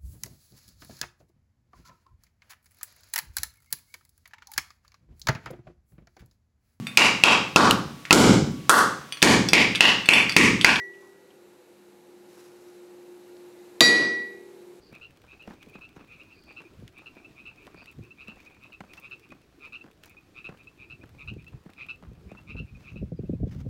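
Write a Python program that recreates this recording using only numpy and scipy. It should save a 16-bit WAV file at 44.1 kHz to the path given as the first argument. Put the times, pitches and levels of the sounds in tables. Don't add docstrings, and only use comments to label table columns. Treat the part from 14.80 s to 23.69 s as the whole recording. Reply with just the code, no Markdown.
import sys
import numpy as np
from scipy import signal
from scipy.fft import rfft, irfft, next_fast_len
from scipy.io import wavfile
from scipy.ndimage import uniform_filter1d, map_coordinates

SR = 44100
rng = np.random.default_rng(int(sys.argv[2]) if len(sys.argv) > 2 else 0)


def output_pcm(signal):
    pcm = np.clip(np.atleast_2d(signal).T, -1, 1) * 32767
    wavfile.write(sys.argv[1], SR, np.round(pcm).astype(np.int16))


N = 392049

# f/Hz, relative density/dB
CREEK_SPECTRUM = [(20, -3), (60, -2), (200, 1), (330, 6), (540, -4), (880, -10), (1270, -10), (1950, -13.5),
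                  (3100, -16), (4500, -18), (7000, -23), (9500, -27.5), (15500, -29)]
# t/s, level/dB
CREEK_LEVEL = [(0, -59.5), (3.9, -59), (4.6, -60.5), (7.8, -60.5), (8.35, -63), (8.89, -63)]
# f/Hz, relative density/dB
WIND_SPECTRUM = [(15, -32), (30, -24), (55, 2), (120, 0.5), (180, -4), (260, -14), (400, -37), (700, -47),
                 (1500, -77), (4000, -90)]
# t/s, level/dB
STEADY_WIND = [(0, -63.5), (5.7, -64.5), (6.45, -50), (6.95, -61), (7.4, -52), (8.08, -50), (8.38, -38.5),
               (8.89, -34)]
# crest t/s, duration/s, level/dB
GUSTS = [(2.019, .16, -50.5), (3.207, 0.15, -45), (6.53, .24, -37.5), (6.749, 0.1, -50), (7.3, 0.14, -42),
         (7.46, 0.079, -45), (7.77, 0.24, -37.5), (7.951, .11, -40), (8.189, 0.18, -36),
         (8.64, 0.13, -30.5)]
# t/s, relative peak/dB
BUFFETS = [(2.023, -38), (3.188, -38), (6.563, -36), (7.75, -31), (7.8, -33), (8.158, -30), (8.225, -23),
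           (8.319, -25), (8.39, -26), (8.434, -27), (8.494, -21), (8.531, -21), (8.63, -18.5), (8.861, -26)]
# t/s, duration/s, level/dB
HISSES = [(0, .13, -67), (1.49, .31, -69), (2.95, .13, -67)]
# harmonic number, relative level/dB
FROG_HARMONICS = [(1, -16), (2, 7), (3, -20), (4, -35), (5, -53), (6, -45), (8, -48)]
# t/s, level/dB
CHORUS_LEVEL = [(0, -58), (.4, -77), (1.58, -61), (2, -76), (2.8, -66), (3.2, -76), (3.75, -64), (4.6, -76),
                (7.3, -80), (8, -69), (8.4, -90)]
FROG_VOICES = {"leader": (.097, .057, 1240, 1322, .64, -7), "answerer": (.122, .078, 1250, 1320, .66, -7),
               "piper": (.094, 0.0468, 1230, 1330, .2, -14), "low": (.089, .044, 1220, 1244, .35, -10)}
# bit t/s, bit duration/s, rib level/dB, bit level/dB, frog's name
CALLS = [(.212, .051, -52.5, -47.5, "leader"), (.595, .05, -54, -52, "answerer"),
         (0.885, .025, -57, -60, "low"), (1.011, .055, -53, -48.5, "leader"),
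         (1.397, .032, -53.5, -50.5, "answerer"), (1.519, .02, -63, -54, "piper"),
         (1.764, .044, -53, -45.5, "leader"), (1.851, .026, -64, -57.5, "low"),
         (2.259, .035, -53.5, -46.5, "answerer"), (2.446, .019, -57, -49, "piper"),
         (2.654, .049, -51.5, -45, "leader"), (2.774, .028, -60, -56, "low"),
         (3.071, .044, -54.5, -51, "answerer"), (3.306, .024, -59.5, -49.5, "piper"),
         (3.473, .042, -49.2, -45.1, "leader"), (3.66, .032, -59, -52.9, "low"),
         (3.921, .037, -54.5, -49, "answerer"), (4.175, .021, -56.5, -48.5, "piper"),
         (4.311, .034, -47.5, -41.5, "leader"), (4.505, .024, -59, -53, "low"),
         (4.923, .055, -47.5, -42.5, "answerer"), (5.01, .019, -60, -48, "piper"),
         (5.368, .026, -58.5, -52, "low"), (5.643, .04, -47, -41, "leader"),
         (5.871, .021, -58, -48.5, "piper"), (6.099, .041, -51.5, -45.5, "answerer"),
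         (6.212, .026, -67, -57.5, "low"), (6.475, .032, -48, -39.5, "leader"),
         (6.666, .028, -59, -50.5, "piper"), (7.086, .035, -44, -37, "answerer"),
         (7.571, .03, -58.5, -53, "piper"), (7.766, .043, -46, -42, "leader"),
         (7.949, .021, -62, -56.5, "low"), (8.157, .034, -51.5, -51, "answerer"),
         (8.457, .018, -75, -71.5, "piper"), (8.521, .04, -82, -73, "low")]
# t/s, relative level/dB, relative crunch/dB
STEPS = [(.125, -41, -13), (.675, -32, -13), (.702, -38, -10), (.87, -43, -22), (.952, -37, -12),
         (1.163, -39, -11), (1.208, -42.5, -11), (1.803, -45, -7.5), (2.366, -42, -13), (2.867, -43, -6),
         (2.944, -40.5, -9), (3.482, -37, -11.5), (4.005, -35, -6), (4.519, -46, 1), (5.041, -40, -11.5),
         (5.689, -33.5, -12), (6.234, -41.5, -10), (6.86, -36, -18.5), (7.225, -42, -8),
         (7.516, -35, -16.5)]
# t/s, relative peak/dB, relative treble/dB
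STALK_SNAPS = [(.151, -49, -24), (.828, -47, -19), (.8974, -52, -10), (1.818, -52, -22), (2.0782, -45, -27),
               (2.8684, -46, -21), (3.058, -47, -28), (3.114, -51.5, 6), (4.135, -42, -16),
               (4.1985, -49, 8), (5.236, -41.5, -16), (5.258, -48, 9), (5.2963, -52, 3),
               (6.9344, -48.5, -24)]
# t/s, duration/s, level/dB
RUSTLES = [(4.127, 0.075, -60), (5.219, 0.075, -61.5), (8.639, 0.18, -68.5), (8.702, 0.061, -61.5),
           (8.783, 0.049, -62), (0.634, 0.17, -67.5), (1.146, 0.039, -67), (3.553, 0.16, -66),
           (7.9, 0.33, -69)]
# f/Hz, relative density/dB
RUSTLE_SPECTRUM = [(300, -9), (900, 4.5), (2200, 2.5), (4000, -4), (6200, -4), (8500, -16), (15000, -16)]
# t/s, duration/s, level/dB, start f/Hz, end f/Hz
BIRD_NOTE = (8.35, .05, -76, 5200, 4400)


def gain_of(db):
    return 10 ** (np.asarray(db) / 20)


def unit_rms(x):
    return x / np.sqrt(np.mean(x ** 2) + 1e-20)


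def add(mix, s, sound):
    part = mix[max(round(s * SR), 0):][:len(sound)]
    part += sound[:len(part)]


def curve(rows):
    return np.interp(np.arange(N) / SR, *np.transpose(rows))


def noise(spectrum, size):
    hz, db = np.transpose(spectrum)
    full = next_fast_len(size)
    shape = gain_of(np.interp(np.log(np.fft.rfftfreq(full, 1 / SR) + 1), np.log(hz), db))
    return unit_rms(irfft(rfft(rng.standard_normal(full)) * shape, full)[:size])


def wander(size, per_s):
    at = np.arange(size) / SR * per_s + 1 + rng.random()
    return map_coordinates(rng.standard_normal(int(at[-1]) + 4), [at], order=2, mode="nearest")


def band(x, low_hz, high_hz, order=2):
    sections = signal.butter(order, [low_hz, min(high_hz, SR / 2 - 1)], "band", fs=SR, output="sos")
    return signal.sosfilt(sections, x)


def creek(gurgle_top_hz=1100):
    hz, _, spectra = signal.stft(noise(CREEK_SPECTRUM, N), SR, nperseg=1024)
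    patches = uniform_filter1d(rng.standard_normal(spectra.shape), size=4, axis=0)
    patches = unit_rms(uniform_filter1d(patches, size=5, axis=1))
    gurgle_db = 1.04 + 2.5 * np.exp(-(hz[:, None] / gurgle_top_hz) ** 2)
    wash = signal.istft(spectra * gain_of(gurgle_db * patches), SR, nperseg=1024)[1][:N]
    return unit_rms(wash) * gain_of(curve(CREEK_LEVEL) + .9 * wander(N, 12))


def wind_level():
    level = gain_of(curve(STEADY_WIND))
    for s, length, db in GUSTS:
        add(level, s - length / 2, gain_of(db) * np.hanning(int(length * SR)))
    return level


def damped_swing(excess_hz, end_hz, fall_s, decay_s, rough):
    t = np.arange(SR // 12) / SR
    hz = (end_hz + excess_hz * np.exp(-t / fall_s)) * gain_of(rough * wander(len(t), 514))
    swing = np.sin(2 * np.pi * np.cumsum(hz) / SR) * np.exp(-t / decay_s) * (1 - np.exp(-t / 0.0021))
    return swing / abs(swing).max()


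def buffet():
    push = damped_swing(excess_hz=272, end_hz=116.6, fall_s=0.0053, decay_s=0.013, rough=2.42)
    t = np.arange(len(push)) / SR
    flutter = band(rng.standard_normal(len(t)) * np.exp(-t / 0.0078), 256, 580, order=3)
    return push + gain_of(-8.5) * flutter / abs(flutter).max()


def wind(eddies=150, onset_db=-40):
    rumble, level = noise(WIND_SPECTRUM, N), wind_level()
    rumble /= np.sqrt(uniform_filter1d(rumble ** 2, size=3000))
    rumble *= level * gain_of(-2.2 + 3.7 * wander(N, 45))
    buffets = np.zeros(N)
    for s, db in BUFFETS:
        add(buffets, s, gain_of(db - 2.0) * buffet())
    for at in ((np.arange(eddies) + rng.random(eddies)) * N / eddies).astype(int):
        turbulence = level[at] / (level[at] + gain_of(onset_db))
        add(buffets, at / SR, gain_of(0.5) * level[at] * turbulence * buffet())
    return rumble + band(buffets, 30, 660, order=3)


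def thin_hisses(pulses_per_s=90):
    out = np.zeros(N)
    for s, length, db in HISSES:
        t = np.arange(int(length * SR)) / SR
        pulses = 1 + .5 * np.sin(2 * np.pi * pulses_per_s * t)
        hiss = band(rng.standard_normal(len(t)), 4350, 4850)
        add(out, s, gain_of(db) * unit_rms(hiss * pulses * signal.windows.tukey(len(t), .6)))
    return out


def frog_note(length, hz, depth, pulses_per_s, glide, rasp, puff_db):
    progress = np.linspace(0, 1, int(length * SR))
    size = len(progress)
    pulse_rate = pulses_per_s * (1 + .035 * rng.standard_normal() + .03 * wander(size, 80))
    pulse_count = np.cumsum(pulse_rate) / SR
    pulse_phase = pulse_count % 1
    pulse = np.sin(np.pi * pulse_phase ** 0.48) ** 2
    detune = rng.standard_normal(size=64)[pulse_count.astype(int)]
    bend = 0.023 * (.5 - pulse_phase) + .017 * detune
    pitch = hz * (1 + glide * (progress - .5) + depth * bend + rasp * wander(size, 502))
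    cycles = np.cumsum(pitch) / SR + rng.random()
    richness = 1 + 4.1 * depth * (1 - 2 * pulse_phase) * (1.3 - progress)
    tone = sum(gain_of(db) * (1 if k == 2 else richness) * np.sin(2 * np.pi * k * cycles)
               for k, db in FROG_HARMONICS)
    puffs = unit_rms(band(rng.standard_normal(size), 2400, 4400)) * np.exp(-pulse_phase / .5)
    voice = tone * (1 - depth + depth * pulse) + gain_of(puff_db) * depth * puffs
    return progress, voice * gain_of(1.26 * wander(size, 113))


def rib(length, hz):
    progress, sound = frog_note(length, hz, depth=0.89, pulses_per_s=133,
                                glide=0.065, rasp=0.0333, puff_db=-13.5)
    return unit_rms(sound * np.interp(progress, [0, .08, .62, .85, 1], [0.1, 0.15, 1, .75, 0.0]))


def gully(x, t60, wet_db):
    t = np.arange(SR // 2) / SR
    taps = rng.standard_normal(len(t)) * (rng.random(len(t)) < 2000 / SR)
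    taps *= (t > .004) * gain_of(-60 * t / t60)
    return x + gain_of(wet_db) * signal.oaconvolve(x, taps / np.linalg.norm(taps))[:len(x)]


def chorus(count=200):
    out = np.zeros(N)
    for when, pitch, strength in rng.random((count, 3)):
        add(out, when * N / SR, gain_of(10 * strength) * rib(0.0803, 1170 + 130 * pitch))
    return unit_rms(gully(out, t60=0.13, wet_db=-2.0)) * gain_of(curve(CHORUS_LEVEL))


def echoing(sound, t60, wet_db):
    wet = gully(np.pad(sound, (0, SR // 2)), t60, wet_db)
    return wet * np.linalg.norm(sound) / np.linalg.norm(wet)


def bit(length, hz, depth):
    progress, sound = frog_note(length, hz, depth, pulses_per_s=122,
                                glide=0.043, rasp=0.047 * depth, puff_db=-13.0)
    return unit_rms(sound * np.interp(progress, [0, .08, .45, .78, 1], [0.25, 0.75, 0.97, 0.72, 0.015]))


def near_frogs():
    out = np.zeros(N)
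    for s, bit_s, rib_db, bit_db, frog in CALLS:
        lead_s, rib_s, rib_hz, bit_hz, depth, echo_db = FROG_VOICES[frog]
        tuning = 1 + .004 * rng.standard_normal()
        first = echoing(rib(rib_s, rib_hz * tuning), t60=0.12, wet_db=-1.5)
        second = echoing(bit(bit_s, bit_hz * tuning, depth), t60=0.13, wet_db=echo_db)
        add(out, s - lead_s, gain_of(rib_db) * first)
        add(out, s, gain_of(bit_db) * second)
    return out


def footfall(crunch_db):
    thud = damped_swing(excess_hz=705, end_hz=180.6, fall_s=0.00204, decay_s=0.0099, rough=2.83)
    t = np.arange(len(thud)) / SR
    stones = rng.standard_normal(len(t)) * (rng.random(len(t)) < 2500 / SR)
    clumps = gain_of(5.9 * wander(len(t), 187))
    pressure = (1 - np.exp(-t / 0.0042)) * (np.exp(-t / 0.0037) + 0.046 * np.exp(-t / 0.041))
    crunch = band(stones * clumps * pressure, 450, 1550)
    return thud + gain_of(crunch_db + 11) * crunch / abs(crunch).max()


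def snap(treble_db):
    t = np.arange(SR // 20) / SR
    crackles = 0.48 * np.exp(-t / 0.0098) * (rng.random(len(t)) < 5000 / SR)
    burst = (1 - np.exp(-t / 0.00031)) * np.exp(-t / 0.0014)
    fracture = rng.standard_normal(len(t)) * (burst + crackles)
    sound = band(fracture, 1750, 3460, order=1) + gain_of(treble_db + 0.5) * band(fracture, 4500, 22900)
    return sound / abs(sound).max()


def walking(until_s, loose_stones=55):
    out = np.zeros(N)
    for s, db, crunch_db in STEPS:
        add(out, s, gain_of(db - 2.5) * footfall(crunch_db))
        add(out, s, gain_of(db + crunch_db - 1) * snap(treble_db=-26))
        add(out, s + .032, gain_of(db - 12.5) * footfall(crunch_db=-8.5))
    for when, strength in rng.random((loose_stones, 2)):
        add(out, when * until_s, gain_of(-66.0 + 10 * strength) * footfall(crunch_db=-2.5))
    return out


def dry_grass(until_s, faint_snaps=150):
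    out = np.zeros(N)
    for s, db, treble_db in STALK_SNAPS:
        add(out, s, gain_of(db + 6.5) * snap(treble_db))
    for when, strength in rng.random((faint_snaps, 2)):
        add(out, when * until_s, gain_of(-57 + 10 * strength ** 2) * snap(treble_db=-17))
    for s, length, db in RUSTLES:
        size = int(length * SR)
        rustle = noise(RUSTLE_SPECTRUM, size) * gain_of(4.2 * wander(size, 250))
        add(out, s, gain_of(db) * unit_rms(rustle * signal.windows.tukey(size, .7)))
    return out


def bird():
    s, length, db, start_hz, end_hz = BIRD_NOTE
    hz = np.linspace(start_hz, end_hz, int(length * SR))
    whistle = np.sin(2 * np.pi * np.cumsum(hz) / SR) * np.hanning(len(hz))
    out = np.zeros(N)
    add(out, s, gain_of(db) * unit_rms(whistle))
    return gully(out, t60=.2, wet_db=-4)


def scene(walk_end_s=7.85):
    return (near_frogs() + chorus() + creek() + wind()
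            + walking(walk_end_s) + dry_grass(walk_end_s) + bird() + thin_hisses())[None]


def record(dry):
    low_pass = signal.firwin(511, 15900, window=("kaiser", 9), fs=SR)
    return signal.oaconvolve(dry, low_pass[None], "same")


dry = scene()
out = record(dry)
output_pcm(out)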